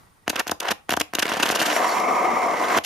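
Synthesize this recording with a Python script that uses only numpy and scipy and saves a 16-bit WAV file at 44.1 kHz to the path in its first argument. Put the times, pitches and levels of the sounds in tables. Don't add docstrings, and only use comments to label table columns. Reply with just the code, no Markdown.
import sys
import numpy as np
from scipy import signal
from scipy.fft import rfft, irfft
from scipy.io import wavfile

SR = 44100
rng = np.random.default_rng(int(sys.argv[2]) if len(sys.argv) > 2 else 0)


def natural_amplitude(level_db):
    exponent = np.asarray(level_db, float) / 20
    return 10 ** exponent


def store_wav(level_fs):
    pcm = np.round(np.clip(np.atleast_2d(level_fs), -1, 1) * 32767)
    wavfile.write(sys.argv[1], SR, pcm.T.astype(np.int16))


N = 125685
TIME = np.arange(N) / SR

# t/s, level/dB, share blown into the can/0-1, treble lift inside/dB
HELD_FLAME = [(1.239, -27, 0, 3), (1.6, -30, 0.04, 12), (1.68, -24.5, 0.08, 17.5), (1.76, -24.5, 0.08, 19),
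              (1.8, -21, 0.83, 0.5), (1.86, -23.5, 0.67, 8), (1.95, -22, 0.91, 5.5),
              (2.05, -21.5, 0.99, -1.5), (2.19, -20.5, 0.98, -2), (2.3, -21.5, 0.98, -4),
              (2.4, -22, 0.98, -1.5), (2.5, -23, 0.98, -1), (2.6, -22, 0.91, 0), (2.701, -22, 0.71, 4.5),
              (2.79, -17, 0.82, 3)]
# start t/s, end t/s, start level/dB, end level/dB
ROAR_SPELLS = [
    (0.261, 0.31, -54, -28),
    (0.326, 0.414, -37, -27.5),
    (0.462, 0.533, -48, -35),
    (0.606, 0.727, -35.5, -28),
    (0.885, 0.948, -38, -36),
    (0.947, 1.02, -63, -32),
    (1.129, 1.242, -39, -37),
]
# f/Hz, level/dB
OPEN_ROAR_COLOUR = [(29, -51), (50, -26.5), (729, 2), (1620, -4.5), (2380, -4), (3180, -11.5), (9640, -23),
                    (11700, -19), (14500, -28), (16000, -45)]
# f/Hz, level/dB
CAN_ROAR_COLOUR = [(85, -22.5), (150, -15), (300, -10.5), (700, -5), (1250, -2), (1450, -25), (3500, -36.5),
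                   (14300, -38.5), (16000, -55)]
# f/Hz, width/Hz, lift/dB
CAN_HOLLOW = [(744, 82, 6.5), (5600, 240, 8), (5670, 1800, 7), (3150, 120, 11), (7800, 300, -12),
              (9460, 430, -10), (7320, 880, 12.5), (10580, 2200, 8)]
# t/s, level/dB
HOLE_OPENING = [(1.7, -23), (1.85, 5), (1.95, -1)]
# t/s, f/Hz
HOLE_PITCH = [
    (1.6, 1780),
    (2.03, 2201),
    (2.4, 2168),
    (2.79, 2024),
]
# centre t/s,
# level/dB, length/s, treble lift/dB
GAS_PUFFS = [(0.281, -29, .005, 4), (0.471, -35, 0.0037, 4), (0.895, -27, 0.0055, 3.5),
             (1.1386, -28.5, 0.0037, 4.5), (0.299, -18, 0.016, 2), (0.347, -36, 0.0097, -20),
             (.361, -20, 0.013, -3), (0.398, -19, 0.02, 1.5), (0.48, -25, 0.015, 3.5),
             (0.516, -35, 0.013, 16), (0.605, -21.5, 0.011, 3), (0.632, -28, 0.0087, -7),
             (0.686, -18, 0.017, -11.5), (0.713, -19.5, 0.028, 0.5), (0.907, -17.5, 0.014, -2),
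             (0.922, -22, 0.012, 2), (.935, -22, 0.016, 0), (.970, -23, 0.011, 3.5), (1.002, -18, 0.011, 2),
             (1.014, -17, 0.011, 0),
             (1.153, -17.5, .010, -1.5), (1.196, -16, 0.02, -3), (1.227, -14.5, 0.018, -6),
                  (1.268, -31, 0.0099, 2), (1.296, -28, 0.02, 0), (1.325, -23, 0.026, -10),
                  (1.339, -26, 0.018, -3), (1.373, -21, 0.02, -6.5), (1.402, -20, 0.028, -7),
                  (1.432, -14, 0.021, -5), (1.461, -19, 0.022, -5.5), (1.491, -20.5, 0.028, -3),
                  (1.515, -25, 0.027, 4), (1.525, -26.5, 0.018, -6), (1.557, -20.5, 0.033, -2),
                  (1.572, -26, 0.019, -15), (1.6, -21.5, 0.036, 0), (1.623, -20.5, 0.031, -3),
                  (1.631, -31, 0.0085, -14), (1.665, -20.5, 0.036, 0), (1.701, -26.5, 0.038, -4),
                  (2.002, -36, 0.011, 6), (2.777, -24, 0.03, 3), (2.851, -28.5, 0.042, 2)]
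# f/Hz, level/dB
SPIT_COLOUR = [(88, -54), (150, -8), (2140, -8), (2760, 0.5), (3920, -8.5), (6770, -7), (8230, -14.5),
               (11700, -9), (15000, -19), (16000, -36)]
# t/s, peak level/dB, pulse width/ms
FLAME_POPS = [(0.2791, -5, 0.22), (0.4691, -17, 0.26), (0.4957, -11.5, 0.22), (0.5185, -11, 0.39),
              (.332, -25, 0.46), (.358, -19, 0.34), (.690, -16, 0.27), (0.7073, -12.5, 0.3),
              (.717, -14, .2), (0.8931, -10.5, 0.28), (0.9163, -9, 0.17), (0.9246, -8, 0.29),
              (0.9392, -10.5, 0.3), (0.9731, -10.5, 0.4), (1.0101, -7, 0.21), (1.1358, -13.5, 0.25),
              (1.1859, -6.5, 0.2), (1.2552, -11, 0.2), (1.269, -22, 0.39), (1.2809, -12, 0.15),
              (1.296, -19.5, 0.42), (1.318, -11.5, 0.31), (1.341, -19, 0.57), (1.369, -15.5, 0.44),
              (1.3992, -15.5, 0.6), (1.427, -18.5, 0.37), (1.438, -17, .2), (1.457, -14, .35),
              (1.484, -12, 0.2), (1.5015, -5, 0.23), (1.524, -18.5, 0.61), (1.548, -16, 0.31),
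              (1.594, -19, 0.46), (1.616, -4.5, 0.2), (2.767, -15, 0.42), (2.7775, -10.5, 0.41),
              (2.786, -4.5, 0.18)]
# f/Hz, level/dB, t60/s
CAN_RING = [(380, 4, 0.0027), (714, -14.5, 0.028)]
# centre t/s, f/Hz, width/Hz, level/dB, half length/s
RIM_WHISTLE = (1.912, 4450, 260, -38, .022)
# f/Hz, width/Hz, both level/dB, left minus right level/dB
CLOSE_ECHOES = [(303.6, 21.5, 4.5, 1), (715, 205, -0.5, 9), (824, 21, -18, -6), (990, 290, 1.5, -8.5),
                (1176, 92, -2.5, 14.5), (1528, 190, 4, -6.5), (1780, 98, 2.5, 10.5),
                (2413, 230, -4.5, -7.5), (7100, 710, -5, 11), (8400, 120, 7, 4), (9270, 410, 5.5, 3.5),
                (10180, 360, -5, -15), (10630, 850, -10, -13), (10780, 190, 8.5, 9.5),
                (12900, 320, -22, 12)]
# f/Hz, width/Hz, level/dB
CAPSULE_SHADOWS = [(8050, 260, -8), (9750, 500, -9.5), (5350, 144, -2.5), (13000, 250, -6),
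                   (14750, 300, -8)]
# f/Hz, likeness/0-1
CAPSULE_LIKENESS = [(130, 1), (650, 0.89), (950, 0.48), (1600, 1), (15000, 0.61)]
# f/Hz, t60/s
YARD_DECAY = [(300, 0.2), (2000, 0.32), (12000, 0.17)]
# f/Hz, level/dB
AIR_COLOUR = [(15, -27), (25, -7), (102, -6), (416, -16.5), (7510, -30.5), (9570, -31.5), (16000, -33)]
# t/s, level/dB
AIR_COURSE = [(0, -55), (.1, -59.5), (.25, -61), (0.849, -60.5)]
# f/Hz, width/Hz, level/dB
AIR_BANDS = [(9240, 140, -72), (1920, 63, -72), (1040, 530, -65)]

FLICKER_DB, PATCHY_DB = 1.5, 2
SPELL_DULL_DB, GRAIN_DB = -4, 2.5
HOLE_DB, HOLE_WIDTH_HZ = -10, 188
BASS_LAG_S = 0.0021
POP_TRIM_DB, CRACK_DB = -0.5, -15
THUMP_HZ, THUMP_WIDTH_HZ, THUMP_DB, HELD_THUMP_DB = 83.8, 34, -6, -5
BASS_CUT_HZ, LEFT_LAG_S, YARD_DB = 188, 0.000016, -17.5


def rms_one(x):
    return x / np.sqrt(np.mean(x ** 2) + 1e-20)


def at_hz(points, hz):
    table_hz, values = np.transpose(points)
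    return np.interp(np.log(hz), np.log(table_hz), values)


def drift(rate_hz):
    r = np.exp(-16 * np.pi * rate_hz / SR)
    slow = signal.lfilter([1], [1, -2 * r, r * r], rng.standard_normal(N // 8 + 4002))[4000:]
    return np.interp(np.arange(N) / 8, np.arange(len(slow)), rms_one(slow))


def bell(x, hz, width_hz, db):
    a, w = natural_amplitude(db / 2), 2 * np.pi * hz / SR
    q = np.pi * width_hz / SR
    zeros = [1 + q * a, -2 * np.cos(w), 1 - q * a]
    poles = [1 + q / a, -2 * np.cos(w), 1 - q / a]
    return signal.lfilter(zeros, poles, x)


def band_pass(order, hz, width_hz):
    return signal.butter(order, [hz - width_hz / 2, hz + width_hz / 2], "band", fs=SR, output="sos")


def noise(colour, alike=0.9):
    hz = np.maximum(np.fft.rfftfreq(N, 1 / SR), 1)
    mid, side = rfft(rng.standard_normal((2, N)))
    likeness = np.clip(alike * at_hz(CAPSULE_LIKENESS, hz), 0, 1)
    pair = np.sqrt(1 + likeness) * mid + np.sqrt(1 - likeness) * side * [[1], [-1]]
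    return rms_one(irfft(pair * natural_amplitude(at_hz(colour, hz)), N))


def narrow_tone(turn, width_hz):
    return drift(width_hz) * np.cos(turn) + drift(width_hz) * np.sin(turn)


def split(x, edges_hz):
    size = x.shape[-1]
    hz = np.maximum(np.fft.rfftfreq(size, 1 / SR), 1)
    spectrum = rfft(x)
    below = [0] + [1 / (1 + (hz / edge) ** 4) for edge in edges_hz] + [1]
    return [irfft(spectrum * (upper - lower), size) for lower, upper in zip(below, below[1:])]


def turbulent(x, depth):
    shared = FLICKER_DB * drift(48)
    bands = split(x, [300, 1400, 3000, 7000])
    return sum(band * natural_amplitude(depth * (shared + PATCHY_DB * drift(21))) for band in bands)


def ramped(start, end, ramp_s):
    return np.clip(np.minimum(TIME - start, end - TIME) / ramp_s, 0, 1)


def roar():
    t, db, share, lift_db = np.transpose(HELD_FLAME)
    held = natural_amplitude(np.interp(TIME, t, db)) * ramped(t[0], t[-1], 0.015)
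    share = np.clip(np.interp(TIME, t, share), 0, 1)
    treble = natural_amplitude(np.interp(TIME, t, lift_db))
    open_level = held * np.sqrt(1 - share)
    for start, end, db0, db1 in ROAR_SPELLS:
        spell = natural_amplitude(np.interp(TIME, [start, end], [db0, db1]))
        open_level = open_level + spell * ramped(start, end, 0.0032)
    inside = held * np.sqrt(share) * can_roar(treble)
    outside = open_level * open_roar(t[0])
    return turbulent(outside + inside, depth=1 - 0.41 * share)


def open_roar(hold_s):
    low, high = split(noise(OPEN_ROAR_COLOUR), [3500])
    return (low + high * natural_amplitude(SPELL_DULL_DB * (TIME < hold_s))) * natural_amplitude(GRAIN_DB * drift(150))


def can_roar(treble):
    inside = noise(CAN_ROAR_COLOUR)
    for hz, width_hz, db in CAN_HOLLOW:
        inside = bell(inside, hz, width_hz, db)
    low, high = split(rms_one(inside), [2800])
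    deep, edge = split(low, [1180])
    opening = natural_amplitude(np.interp(TIME, *np.transpose(HOLE_OPENING)))
    return bell(deep + edge * opening + hole(), 2420, 240, -3) + high * treble


def hole():
    turn = 2 * np.pi * np.cumsum(np.interp(TIME, *np.transpose(HOLE_PITCH))) / SR
    return natural_amplitude(HOLE_DB) * narrow_tone(turn, HOLE_WIDTH_HZ)


def spits():
    bands = split(noise(SPIT_COLOUR), [600, 1300, 2200, 3500, 4700, 6500, 9500])
    bands = [band * natural_amplitude(2.5 * drift(25)) for band in bands]
    body, hiss = sum(bands[:4]), sum(bands[4:])
    soft, bright = np.zeros((2, N))
    for t, db, length, lift_db in GAS_PUFFS:
        near = slice(int((t - 3 * length) * SR), int((t + 4 * length) * SR))
        parts = [(soft, BASS_LAG_S / 2, natural_amplitude(db)), (bright, -BASS_LAG_S / 2, natural_amplitude(db + lift_db))]
        for envelope, lag, gain in parts:
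            u = (TIME[near] - t - lag) / length
            envelope[near] += gain * np.exp(-0.5 * np.where(u < 0, -u / 0.17, u / 0.24) ** 2.4)
    return (soft * body + bright * hiss) * natural_amplitude(2.05 * drift(163))


def pops():
    pulse, clicks, crack = np.zeros((3, N))
    for t, db, width_ms in FLAME_POPS:
        near = slice(int((t - 0.003) * SR), int((t + 0.02) * SR))
        since = TIME[near] - t
        u = since / (width_ms * 0.00052)
        pulse[near] += natural_amplitude(db + POP_TRIM_DB) * (0.95 * u ** 2 - 1) * np.exp(-u ** 2 / 2)
        crack[near] += natural_amplitude(db + CRACK_DB) * (u > 0) * np.exp(-np.abs(since) / 0.0021)
        clicks[int((t + 0.0002) * SR)] = natural_amplitude(db) * width_ms / 0.25
    out = pulse + crack * noise(SPIT_COLOUR)
    for hz, db, t60 in CAN_RING:
        r, w = natural_amplitude(-60 / (t60 * SR)), 2 * np.pi * hz / SR
        ring = [1, -2 * r * np.cos(w), r * r]
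        out = out + signal.lfilter([0, np.sin(w)], ring, clicks * natural_amplitude(db) + 1e-18)
    return out


def whistle():
    t, hz, width_hz, db, half_s = RIM_WHISTLE
    envelope = np.exp(-0.5 * ((TIME - t) / half_s) ** 4)
    return natural_amplitude(db) * envelope * narrow_tone(2 * np.pi * hz * TIME, width_hz)


def ground_thump(blast):
    band = band_pass(1, THUMP_HZ, THUMP_WIDTH_HZ)
    holding = np.clip((TIME - HELD_FLAME[0][0]) / 0.05, 0, 1)
    thump = signal.sosfilt(band, signal.sosfilt(band, blast))
    return natural_amplitude(THUMP_DB + HELD_THUMP_DB * holding) * thump


def close_echoes(flame):
    left, right = flame
    for hz, width_hz, db, lean_db in CLOSE_ECHOES:
        left = bell(left, hz, width_hz, db + lean_db / 2)
        right = bell(right, hz, width_hz, db - lean_db / 2)
    lag = np.exp(-2j * np.pi * np.fft.rfftfreq(N, 1 / SR) * LEFT_LAG_S)
    return np.array([irfft(rfft(left) * lag, N), right])


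def yard(flame):
    t = np.arange(SR // 2) / SR
    edges = [500, 1500, 5000]
    bands = split(rng.standard_normal((2, len(t))), edges)
    decays = [natural_amplitude(-60 * t / at_hz(YARD_DECAY, hz)) for hz in edges + [SR / 3]]
    echo = sum(band * decay for band, decay in zip(bands, decays)) * np.clip(t / 0.01, 0, 1)
    echo = echo / np.sqrt(np.sum(echo ** 2, axis=1, keepdims=True))
    return natural_amplitude(YARD_DB) * signal.fftconvolve(flame.mean(0)[None], echo, axes=1)[:, :N]


def capsule_shadows(pair):
    left, right = pair
    mid = (left + right) / 2
    for hz, width_hz, db in CAPSULE_SHADOWS:
        mid = bell(mid, hz, width_hz, db)
    return mid + (left - right) / 2 * [[1], [-1]]


def air():
    t, level_db = np.transpose(AIR_COURSE)
    out = natural_amplitude(np.interp(TIME, t, level_db) + 0.4 * drift(24)) * noise(AIR_COLOUR, alike=0.5)
    fade_db = np.interp(TIME, t, level_db - level_db[1])
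    for hz, width_hz, db in AIR_BANDS:
        thin_band = rms_one(signal.sosfilt(band_pass(2, hz, width_hz), rng.standard_normal((2, N))))
        course_db = (hz < 2500) * 2 * fade_db
        out = out + natural_amplitude(db + course_db + 2.2 * drift(25)) * thin_band
    return out


def scene():
    blast = roar() + spits() + pops() + whistle()
    bass_cut = signal.butter(4, BASS_CUT_HZ, "high", fs=SR, output="sos")
    flame = signal.sosfilt(bass_cut, blast) + ground_thump(blast)
    return capsule_shadows(close_echoes(flame) + yard(flame)) + air()


def band_limit(x):
    return signal.sosfilt(signal.butter(12, 16510, fs=SR, output="sos"), x)


def record(dry):
    top_cut = signal.cheby2(14, 55, 16000, fs=SR, output="sos")
    mix = signal.sosfilt(top_cut, dry)
    return band_limit(mix)


dry = scene()
out = record(dry)
store_wav(out)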